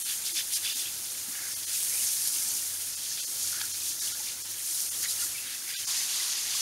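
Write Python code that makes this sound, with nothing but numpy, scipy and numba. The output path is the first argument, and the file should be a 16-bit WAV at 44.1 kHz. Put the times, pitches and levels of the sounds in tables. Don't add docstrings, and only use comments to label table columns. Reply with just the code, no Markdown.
import sys
import numpy as np
from scipy import signal
from scipy.fft import rfft, irfft, next_fast_len
from scipy.io import wavfile
from scipy.ndimage import uniform_filter1d
from numba import njit

SR = 44100
rng = np.random.default_rng(int(sys.argv[2]) if len(sys.argv) > 2 else 0)


def unload_audio(sound):
    columns = np.transpose(np.atleast_2d(sound))
    steps = np.round(np.clip(columns, -1, 1) * 32767)
    wavfile.write(sys.argv[1], SR, steps.astype(np.int16))


def ratio_of_db(decibels):
    return 10 ** (np.asarray(decibels, float) / 20)


N = 291501
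WIDE = next_fast_len(N)
CUT_S = 5.874
SPARED_HZ = 14950


def level(x, db):
    return x * ratio_of_db(db) / np.sqrt(np.mean(x ** 2))


def band(x, hz, width):
    return signal.lfilter(*signal.iirpeak(hz, hz / width, fs=SR), x)


def resonances(source, table):
    return [level(band(source(), hz, width), db) for hz, width, db in table]


def noise():
    return rng.standard_normal(N)


def walk(rate):
    k = int(SR / rate)
    held = np.repeat(rng.standard_normal(N // k + 1), k)
    return 1.14 * uniform_filter1d(uniform_filter1d(held, k), k)[:N]


@njit
def ring(n, start, hz, cycles, size, glide, soft):
    out = np.zeros(n)
    for k in range(len(start)):
        length = int(cycles[k] * SR / hz[k]) + 2
        step, a, lag = 2 * np.pi * hz[k] / SR, size[k], 1.
        fade, rise = np.exp(-5. / length), np.exp(-1. / (soft * length))
        i0 = int(start[k])
        phase = step * (1 - (start[k] - i0))
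        for i in range(i0 + 1, min(i0 + 1 + length, n)):
            lag *= rise
            out[i] += a * (1 - lag) * np.sin(phase)
            phase += step
            step *= 1 + glide / length
            a *= fade
    return out


def grains(hz, octaves, cycles, per_s, spread_db, glide, trim_db, flicker_db=-0.5, bend=None):
    u = rng.random((200000, 4))[:int(per_s * N / SR)].T
    bell = np.sqrt(-2 * np.log(1 - u[1])) * np.cos(2 * np.pi * u[2])
    centre = hz if bend is None else bend[(u[0] * N).astype(int)]
    pitch = np.minimum(centre * 2 ** (octaves * bell), .4 * SR)
    size = ratio_of_db(spread_db * np.minimum(-np.log(1 - u[3]), 4))
    size = size * np.sign(np.sin(2 * np.pi * u[2]))
    shower = ring(N, u[0] * N, pitch, cycles + 0 * pitch, size, 1. * glide, 0.04)
    edges = [hz / 1.75, min(hz * 1.42, .45 * SR)]
    shower = signal.sosfilt(signal.butter(2, edges, "band", fs=SR, output="sos"), shower)
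    return level(shower, trim_db) * ratio_of_db(flicker_db * walk(25))


def lone_rings(table, glide, trim_db):
    s, db, hz, cycles = np.array(table, float).T
    return ring(N, s * SR, hz, np.maximum(cycles, 1), ratio_of_db(db + trim_db), 1. * glide, 0.063)


def swell_power(s, length, db, weight=1):
    t = np.arange(0, N + 64, 64) / SR
    distance = np.abs(2 * (t - s[:, None]) / np.maximum(length, .01)[:, None])
    bells = ratio_of_db(db)[:, None] ** 2 * 2. ** -distance ** 2.6
    return np.interp(np.arange(N) / SR, t, (bells.T * weight).sum(axis=1))


def over(table, rest_db, rest_hz):
    s, length, db, hz = np.transpose(table)
    events, rest = swell_power(s, length, db), ratio_of_db(rest_db) ** 2
    pitch = (rest * rest_hz + swell_power(s, length, db, hz)) / (rest + events)
    return np.sqrt(rest + events), pitch


def aim():
    # (time [s], force [dB], drumming minus mist [dB])
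    hose_spans = [
        [(0.0, -37, -4.5), (.85, -38, -3), (1.25, -39.5, -2.5), (1.66, -37.5, -3), (1.76, -33, -6),
         (2.45, -32.5, -3.5), (2.8, -37.5, -3), (3.1, -39.5, 0), (3.4, -36, -2), (3.8, -38, -0.5),
         (4.36, -42, 0), (4.62, -38, -4), (5.27, -35.5, -3), (5.4, -40.5, -4.5), (5.87, -40.5, -0.5)],
        [(5.878, -36, 2), (6.4, -36.5, 1.5), (6.61, -36, 1)],
    ]
    s, *columns = np.concatenate(hose_spans).T
    return [np.interp(np.arange(N) / SR, s, c) for c in columns]


def follow(usual_db, by_force, by_steep, far_db):
    force_db, steep_db = aim()
    far = np.arange(N) >= CUT_S * SR
    return usual_db + by_force * (force_db + 36) + by_steep * steep_db + far_db * far


def spatter(per_s, length, boost_db):
    u = rng.random((2, N))
    slugs = (u[0] < per_s / SR) * (0.43 + u[1])
    decay = np.exp(-1 / (length * SR))
    return boost_db * np.minimum(signal.lfilter([1], [1, -decay], slugs), 1.3)


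def jet():
    # (time [s], length [s], mist [dB], drumming [dB])
    splashes = [(0.13, 0.076, -38, -43), (0.266, 0.028, -37, -33), (0.377, 0.045, -40, -34.5),
                (0.55, 0.04, -31, -33.5), (0.675, 0.054, -40, -38), (0.783, 0.069, -40, -40),
                (1.754, 0.039, -38, -38), (2.067, 0.11, -35, -36), (2.272, 0.045, -44, -40),
                (2.653, 0.05, -38, -53), (3.46, 0.11, -38, -38), (3.627, 0.03, -41, -41),
                (3.877, 0.093, -36, -39), (4.056, 0.08, -36, -35), (4.23, 0.13, -41, -42.5),
                (4.448, 0.042, -51, -44), (4.76, 0.17, -34.5, -37.5), (5.043, 0.044, -40, -35.5),
                (5.11, 0.03, -35, -35.5), (5.225, 0.059, -35, -36.5), (5.49, 0.18, -48, -43.5),
                (5.697, 0.048, -41, -41), (5.795, 0.066, -40, -41.5), (5.93, 0.073, -41, -39),
                (6.237, 0.08, -42, -41), (6.562, .05, -39, -36.5)]
    force_db, steep_db = aim()
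    s, length, mist_db, drum_db = np.transpose(splashes)
    mist = np.sqrt(ratio_of_db(force_db) ** 2 + swell_power(s, length, mist_db))
    stone = np.sqrt(ratio_of_db(force_db + steep_db) ** 2 + swell_power(s, length, drum_db))
    stone_hz = 6287 - 65.5 * 20 * np.log10(stone / mist)
    nozzle = ratio_of_db(follow(usual_db=-46, by_force=0.6, by_steep=-0.04, far_db=-7.5))
    nozzle = nozzle * (mist / ratio_of_db(force_db)) ** .18
    blast = np.clip((20 * np.log10(nozzle) + 51) / 9, .15, 1)
    stream_db = 0.76 * walk(60) + blast * spatter(per_s=140, length=0.0016, boost_db=3.2)
    fine = grains(hz=9830, octaves=0.19, cycles=6.0, per_s=25000, spread_db=2.3, glide=0.022, trim_db=0.15,
                  flicker_db=0.6)
    drumming = grains(hz=6107, octaves=0.24, cycles=7.5, per_s=15000, spread_db=3.0, glide=0.04, trim_db=0.04,
                      flicker_db=1.05, bend=stone_hz)
    hiss = grains(hz=14000, octaves=0.18, cycles=4.0, per_s=22000, spread_db=1.6, glide=0.015, trim_db=2.8,
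                  flicker_db=1.0)
    spray = mist * fine + stone * drumming
    return ratio_of_db(stream_db) * spray + nozzle * ratio_of_db(0.55 * stream_db) * hiss


def brush():
    # (time [s], length [s], rasp [dB], rasp pitch [Hz])
    strokes = [(0.103, 0.062, -39.5, 3620), (0.283, 0.051, -37, 4500), (0.389, 0.052, -37, 3640),
               (0.552, 0.059, -38.5, 3270), (0.684, 0.072, -36, 3600), (0.796, 0.08, -43.5, 3680),
               (0.877, 0.058, -43, 3370), (0.984, 0.022, -48, 4270), (1.065, 0.037, -48, 4200),
               (1.74, 0.13, -44.5, 3840), (2.368, .04, -44.5, 4130), (2.578, 0.12, -52.5, 3820),
               (3.042, 0.088, -49, 4100), (3.201, 0.054, -42, 3760), (3.615, 0.03, -45, 4020),
               (3.725, 0.051, -45, 4100), (3.856, 0.13, -44, 4320), (4.073, 0.1, -43, 4280),
               (4.292, 0.058, -44, 3180), (5.051, 0.03, -45, 4200), (5.103, 0.035, -41.5, 4240),
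               (5.2, 0.1, -48.5, 3870), (5.392, 0.041, -48.5, 3130), (5.5, 0.08, -45.5, 3400),
               (5.753, 0.1, -41.5, 3430), (5.922, 0.068, -41, 3970), (6.173, 0.15, -40, 4120),
               (6.36, 0.091, -42.5, 4260), (6.549, 0.065, -38, 3800)]
    # (time [s], length [s], level [dB], bubble pitch [Hz])
    sloshes = [(.115, 0.053, -48.5, 1700), (0.385, 0.05, -48, 1650), (.56, 0.07, -50, 2200),
               (.67, 0.075, -47, 1850), (1.425, 0.17, -47, 1760), (1.72, 0.092, -47.5, 1950),
               (1.98, 0.13, -43.5, 2240), (3.17, 0.075, -54.5, 1610), (3.59, 0.11, -50, 1414),
               (4.067, 0.094, -49.5, 1735), (5.052, 0.025, -38.5, 1750), (5.22, 0.092, -49.5, 1590),
               (5.39, 0.09, -49, 2330), (5.49, 0.14, -46, 1810), (5.701, 0.07, -41.5, 1960),
               (5.92, 0.22, -46.5, 1850), (6.21, 0.079, -46.5, 2020)]
    # (centre [Hz], width [Hz], level [dB])
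    head_modes = [(1680, 220, -18.5), (3460, 330, -10.5), (4850, 350, -7)]
    scatter_db = follow(usual_db=-45, by_force=0.33, by_steep=0.02, far_db=5.5)
    film_db = follow(usual_db=-53.5, by_force=0.27, by_steep=-0.12, far_db=7)
    rasp, rasp_hz = over(strokes, scatter_db, 3953)
    churn, churn_hz = over(sloshes, film_db, 1807)
    drag = ratio_of_db(1.2 * walk(75))
    bristles = grains(hz=3500, octaves=0.35, cycles=17.5, per_s=5001, spread_db=1, glide=0.08, trim_db=-2.5,
                      bend=rasp_hz)
    bubbles = grains(hz=1807, octaves=0.24, cycles=19.5, per_s=1794.5, spread_db=1.5, glide=1.17, trim_db=-3.5,
                     bend=churn_hz)
    tufts = grains(hz=3472, octaves=-0.34, cycles=48, per_s=402, spread_db=3, glide=0.65, trim_db=-7, bend=rasp_hz)
    moving = np.sqrt(swell_power(*np.transpose(strokes)[:3]))
    flicks = noise() * ratio_of_db(3.7 * walk(150))
    head = sum(level(band(band(flicks, hz, width), hz, width), db) for hz, width, db in head_modes)
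    return drag * (rasp * bristles + churn * bubbles + moving * (tufts + head))


def glitter():
    pings = grains(hz=7400.5, octaves=0.39, cycles=116, per_s=697, spread_db=4, glide=0, trim_db=0)
    pings_db = follow(usual_db=-45, by_force=1.24, by_steep=0.7, far_db=0.5)
    beads = grains(hz=2599.5, octaves=0.4, cycles=63.5, per_s=329.5, spread_db=2.5, glide=0.06, trim_db=-1)
    beads_db = follow(usual_db=-56.5, by_force=0.7, by_steep=0, far_db=1.5)
    return ratio_of_db(pings_db) * pings + ratio_of_db(beads_db) * beads


def garden():
    # (frequency [Hz], level [dB per Hz])
    rumble_shape = [(15, -42), (25, -9.5), (98, 0), (182, -3), (344, 0), (415, -5), (605, -5), (913, -2),
                    (1050, -4), (1500, 0), (1950, -43.5), (3300, -120)]
    # (centre [Hz], width [Hz], level [dB rms])
    machines = [(123.6, 2.5, -74), (347.5, 37, -75), (510.8, 10, -72), (892, 18, -79), (1674, 45, -64.5)]
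    # (time [s], length [s], level [dB])
    breeze = [(0.097, 0.65, -72), (0.957, 0.28, -66.5), (1.2, 0.23, -72), (1.62, 0.25, -63.5),
              (2.02, 0.18, -68.5), (2.402, 0.11, -66), (2.72, 0.36, -63.5), (3.0, .25, -73),
              (3.697, 0.46, -64), (4.2, .3, -68), (4.48, 0.21, -64.5), (5.016, 0.21, -66.5),
              (5.3, 0.27, -70), (5.82, 0.12, -68)]
    # (centre [Hz], width [Hz], level [dB rms])
    hollows = [(750, 90, -67.5), (1110, 150, -63.5), (393, 65, -70.5)]
    near = np.arange(N) < CUT_S * SR
    hz, db = np.transpose(rumble_shape)
    bins = np.arange(WIDE // 2 + 1) * SR / WIDE
    shape = ratio_of_db(np.interp(np.log(bins + 1), np.log(hz), db))
    rumble = irfft(shape * rfft(rng.standard_normal(WIDE)), WIDE)[:N]
    rumble = level(rumble, -56.5) * ratio_of_db(0.43 * walk(16) + 0.99 * walk(7))
    hum = sum(tone * ratio_of_db(2.0 * walk(7)) for tone in resonances(noise, machines))
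    swell = np.sqrt(ratio_of_db(-81.5) ** 2 + swell_power(*np.transpose(breeze)))
    phase = 2 * np.pi * np.cumsum(95.2 + 6.5 * walk(20)) / SR
    drone = swell * ratio_of_db(2.8 * walk(25)) * np.sqrt(2) * np.sin(phase)
    bowl = sum(tone * ratio_of_db(3.6 * walk(12)) for tone in resonances(noise, hollows))
    splash = grains(hz=1153, octaves=.5, cycles=3.5, per_s=2999, spread_db=4, glide=1.5, trim_db=-57.5)
    return rumble + np.where(near, hum + drone, splash + bowl)


def droplets():
    # (time [s], peak [dB], pitch [Hz], length [cycles])
    landings = [(0.064, -38, 4400, 96), (0.107, -37, 4770, 96), (0.132, -37, 3090, 59),
                (0.241, -37, 3500, 77), (0.262, -28, 4850, 95), (0.368, -34, 2430, 55),
                (0.398, -30, 3110, 68), (0.536, -29, 4800, 93), (0.543, -35, 2100, 46),
                (0.554, -31, 4850, 106), (0.633, -38, 1960, 37), (0.649, -43, 1710, 37),
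                (0.649, -34, 2640, 57), (0.711, -36, 3170, 69), (0.86, -40, 2570, 55),
                (0.874, -47, 1650, 36), (1.35, -41, 2870, 140), (1.389, -41, 2090, 47),
                (1.451, -46, 1580, 45), (1.54, -36, 4740, 120), (1.425, -43, 2200, 45),
                (1.749, -40, 2540, 55), (1.925, -42, 2250, 60), (1.942, -37, 2400, 60),
                (2.0, -32.5, 2900, 51), (2.253, -42, 1670, 36), (2.42, -41, 2140, 47),
                (2.506, -37, 4380, 96), (2.76, -47, 1640, 36), (3.114, -41, 1710, 39),
                (3.146, -43, 2760, 60), (3.196, -34, 3160, 70), (3.214, -39, 2590, 48),
                (3.445, -43, 1440, 31), (3.611, -35, 3220, 70), (3.613, -36, 4460, 97),
                (3.729, -39, 3190, 71), (4.073, -36, 2920, 70), (4.096, -47, 2290, 50),
                (4.122, -43, 1420, 80), (1.975, -37, 2560, 70), (4.695, -45, 3140, 69),
                (4.745, -33.5, 3900, 94), (5.051, -38, 2970, 64), (5.055, -35, 4140, 90),
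                (5.085, -29, 3930, 87), (5.162, -42, 2400, 52), (5.178, -34, 4570, 100),
                (5.189, -35, 2900, 55), (5.209, -35, 2880, 63)]
    return lone_rings(landings, glide=0.027, trim_db=4.2)


def squeaks():
    # (time [s], peak [dB], pitch [Hz], length [cycles])
    slips = [(0.098, -29, 3520, 60), (0.372, -24, 3480, 60), (0.385, -22, 3500, 70), (0.402, -27, 3480, 68),
             (0.378, -27, 4950, 90), (0.648, -22, 3430, 70), (5.742, -36, 2340, 50), (5.745, -41, 2530, 70),
             (5.742, -34, 3430, 90), (5.762, -29, 3580, 73), (0.5494, -31.5, 3150, 44),
             (0.6634, -22, 3460, 75), (0.6973, -23, 3520, 81), (0.7694, -28, 3740, 68),
             (0.7926, -24, 3490, 65), (0.8579, -27, 3150, 50), (1.9594, -39, 2430, 71),
             (3.2006, -39, 3720, 50), (3.8222, -33, 2480, 39), (3.915, -38, 3650, 80),
             (5.0484, -33, 2210, 50), (5.1622, -30, 3790, 43), (5.349, -34, 2320, 50),
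             (5.358, -30, 2280, 50), (5.3807, -30, 2590, 50), (5.407, -36, 2620, 60),
             (5.479, -34, 3200, 60), (5.435, -38, 2720, 70), (5.70, -36, 2880, 60), (5.715, -36, 2780, 60),
             (0.82, -28, 3500, 56), (5.4705, -30, 3730, 50), (5.5494, -35, 2570, 76),
             (5.676, -33, 2210, 50), (5.8117, -33, 3730, 50), (5.69, -34, 4960, 97),
             (5.738, -34, 4700, 110), (5.912, -37, 2160, 50), (5.931, -37, 2020, 50), (6.18, -43, 2060, 77),
             (6.2, -30, 2010, 73), (6.37, -29, 4760, 90), (6.556, -27, 4960, 90), (5.835, -31, 3050, 67),
             (6.46, -41, 1890, 60), (6.35, -41, 1930, 60)]
    return lone_rings(slips, glide=0.042, trim_db=0.32)


def plops():
    # (time [s], peak [dB], pitch [Hz], length [cycles])
    bubble_events = [(0.1194, -38, 1690, 31), (0.391, -32, 1730, 32), (1.351, -34.5, 1670, 50),
                     (1.389, -33, 1680, 26), (1.441, -41, 1680, 30), (1.464, -37, 1520, 32),
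                     (1.4316, -38, 1660, 33), (3.2, -40, 1446, 28), (3.483, -42, 1740, 45),
                     (3.528, -32, 1430, 27), (3.558, -40, 1480, 26), (3.573, -37, 1480, 20),
                     (3.626, -37, 1640, 24), (3.544, -34, 1380, 19), (3.565, -44, 1440, 35),
                     (3.597, -45, 1450, 29), (3.584, -39, 1410, 32), (3.6135, -25.5, 1580, 18),
                     (3.6365, -33, 1430, 34), (3.642, -35, 1640, 26), (4.0447, -43, 1670, 36),
                     (4.02, -40, 1680, 60), (4.15, -39, 1620, 45), (4.17, -40, 1680, 30),
                     (5.0559, -35, 1890, 33), (5.1926, -40, 1740, 30), (5.2235, -33.5, 1410, 45),
                     (5.6166, -40, 1550, 34), (5.6994, -35, 1880, 34), (5.745, -35, 1580, 50),
                     (5.8499, -37, 1614, 25), (6.518, -44, 1270, 34)]
    return lone_rings(bubble_events, glide=0.036, trim_db=0.49)


def smacks():
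    # (time [s], peak [dB], pitch [Hz], length [cycles])
    heavy_slugs = [(0.2579, -21, 6460, 12), (0.5289, -16, 10160, 10), (0.5344, -23, 10850, 8),
                   (0.5421, -19, 6600, 10), (0.5644, -19, 10800, 8), (0.572, -18, 4740, 8.5),
                   (1.8299, -11, 9300, 7.5), (1.8769, -22, 10290, 8), (1.9422, -22, 9220, 8.9),
                   (1.994, -13, 8870, 7.1), (2.0177, -17, 9690, 8), (2.0241, -16, 6930, 8),
                   (2.0325, -15, 9600, 8), (2.0401, -18, 11240, 8), (2.0488, -11, 9220, 7.2),
                   (2.0676, -14, 6330, 8), (2.0739, -17, 6330, 8), (2.0858, -24, 9690, 8),
                   (2.1139, -20, 9860, 8), (2.1397, -17, 9780, 8), (2.1526, -15, 8700, 11),
                   (2.2227, -15, 9860, 9.5), (2.2748, -8, 10290, 13), (2.2829, -17, 11240, 8.7),
                   (2.4371, -16, 11150, 8), (2.4873, -12, 8740, 8.8), (3.4743, -14, 6630, 10),
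                   (4.036, -16.5, 6700, 7.3), (4.7459, -16, 10120, 8), (4.7988, -18, 9430, 8),
                   (4.8049, -14, 5560, 9.4), (4.8148, -17, 11070, 9.8), (4.8196, -14, 11500, 8),
                   (5.0306, -11, 11200, 6.2), (5.0488, -15, 6950, 10), (5.0923, -19, 9300, 7.3),
                   (5.0962, -17, 7450, 6.7), (5.1091, -12, 9950, 9.4), (5.1145, -16, 6370, 7.1),
                   (5.2486, -16, 9090, 7.3), (5.8764, -14, 6420, 8), (6.2616, -20, 8740, 8.7),
                   (6.5559, -22, 6760, 9.3)]
    return lone_rings(heavy_slugs, glide=0.086, trim_db=3.0)


def knocks():
    # (time [s], peak [dB], pitch [Hz], length [cycles])
    bumps = [
        (0.329, -53, 330, 27),
        (0.751, -51.5, 264, 17),
        (1.28, -51, 204, 8.3),
        (1.285, -47, 272, 10.4),
        (2.549, -54, 260, 14),
        (3.613, -41.5, 900, 13),
        (3.612, -36, 2280, 24),
        (3.897, -53, 285, 14),
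        (4.201, -46, 850, 25),
        (6.549, -41, 1120, 22),
    ]
    return lone_rings(bumps, glide=0.012, trim_db=7.0)


def tick():
    time_s, width_s, peak_db = 3.617, 0.0024, -30
    swell = np.exp(-((np.arange(N) / SR - time_s) / width_s) ** 2)
    return ratio_of_db(peak_db) * swell * level(band(noise(), 4600, 1900), 0)


def scene():
    water = jet() + glitter() + droplets() + plops() + smacks()
    scrubbing = brush() + squeaks() + knocks() + tick()
    mono = water + scrubbing + garden()
    return np.array([mono, mono])


def cosines(window, k):
    hop = len(window) // 2
    angle = np.pi / hop * np.outer(k + .5, np.arange(2 * hop) + .5 + hop / 2)
    return np.sqrt(2 / hop) * window * np.cos(angle)


def starve(x):
    starved_s = [.038, .337, .550, .742, 1.552, 1.659, 2.960, 3.217, 3.259, 3.728, 4.005, 4.133, 4.433,
                 4.902, 5.755, 5.777, 5.862]
    starved_db = [21.1, 21.5, 21.25, 21.5, 21.6, 21.5, 21.2, 21.5, 21.66, 21.7, 21.4, 21.2, 21.8, 21.5,
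                  21.1, 20.8, 22.3]
    hop, usual_db, uneven_db = 941, -10.5, 2.0
    lead, frames = 2 * hop - 735, N // hop + 3
    hops = np.pad(x, (lead, (frames + 1) * hop - lead - N)).reshape(-1, hop)
    window = np.sin(np.pi * (np.arange(2 * hop) + .5) / (2 * hop))
    basis = cosines(window, np.arange(hop))
    lines = np.hstack([hops[:-1], hops[1:]]) @ basis.T
    local = uniform_filter1d(lines ** 2, size=31, axis=1) + 1e-14
    scatter = np.repeat(rng.standard_normal((frames, 59)), 16, axis=1)[:, :hop]
    step_db = usual_db + uneven_db * scatter
    share = np.full((frames, 1), .47)
    short = np.round((np.array(starved_s) * SR + lead) / hop).astype(int) - 1
    step_db[short] = usual_db + np.array(starved_db)[:, None] + 0.44 * (step_db[short] - usual_db)
    share[short] = 0.33
    masked = np.sqrt(local ** share * local.mean(axis=1, keepdims=True) ** (1 - share))
    spared = np.clip(np.arange(hop) * SR / (2 * hop) / 120, .1, 1) ** 2
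    spared[int(SPARED_HZ * 2 * hop / SR):] = .01
    step = ratio_of_db(step_db) * masked * spared
    rounded = np.sign(lines) * step * np.floor(np.abs(lines) / step + .42)
    back = rounded @ basis
    hops = np.pad(back[:, :hop], ((0, 1), (0, 0))) + np.pad(back[:, hop:], ((1, 0), (0, 0)))
    return hops.ravel()[lead:lead + N]


def fill(x):
    # (time [s], low edge [Hz], high edge [Hz])
    filled = [(.95, 10300, 11900), (.95, 12400, 13900), (.95, 14500, 15700), (1.578, 8900, 12500),
              (3.345, 7600, 9100), (4.413, 7600, 9100), (5.62, 4200, 6400), (5.62, 14500, 15700),
              (5.76, 8900, 10500), (5.992, 4200, 5300), (5.992, 5700, 7000), (5.992, 12400, 15200),
              (6.387, 14500, 15700), (6.457, 11700, 13900), (6.61, 5000, 7000), (6.61, 10300, 11900),
              (6.61, 13000, 14500)]
    frame, grid = 1024, 788
    side, x = np.zeros(N + 3 * frame), np.pad(x, (0, 3 * frame), "reflect")
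    window = signal.windows.kaiser_bessel_derived(2 * frame, 4 * np.pi)
    for s, lo, hi in filled:
        start = grid + frame * (round((s * SR - grid) / frame) - 1)
        span = slice(start, start + 2 * frame)
        basis = cosines(window, np.arange(int(lo * 2 * frame / SR), int(hi * 2 * frame / SR)))
        strength = np.sqrt(np.mean((basis @ x[span]) ** 2))
        side[span] += strength * rng.standard_normal(len(basis)) @ basis
    return ratio_of_db(-3) * side[:N]


def low_pass(x):
    return signal.sosfilt(signal.butter(12, 16950, fs=SR, output="sos"), x)


def record(dry):
    # (centre [Hz], width [Hz], added share [0-1])
    ringing_bands = [(4370, 270, 0.2), (6510, 510, 0.19), (9620, 310, 0.15), (8740, 340, 0.22),
                     (11440, 410, 0.23)]
    top_hz = 15750
    dipped = dry[0] - 0.35 * band(dry[0], 7930, 650)
    mic = signal.sosfilt(signal.butter(2, 36, "high", fs=SR, output="sos"), dipped)
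    mic = mic + sum(share * band(mic, hz, width) for hz, width, share in ringing_bands)
    top_band = signal.ellip(6, .5, 50, [SPARED_HZ, top_hz], "band", fs=SR, output="sos")
    hiss = level(signal.sosfilt(top_band, noise()), -62)
    below_top = np.arange(WIDE // 2 + 1) * SR / WIDE < top_hz
    mid = irfft(rfft(starve(mic) + hiss, WIDE) * below_top, WIDE)[:N]
    side = fill(mid)
    return low_pass(np.array([mid + side, mid - side]))


dry = scene()
out = record(dry)
unload_audio(out)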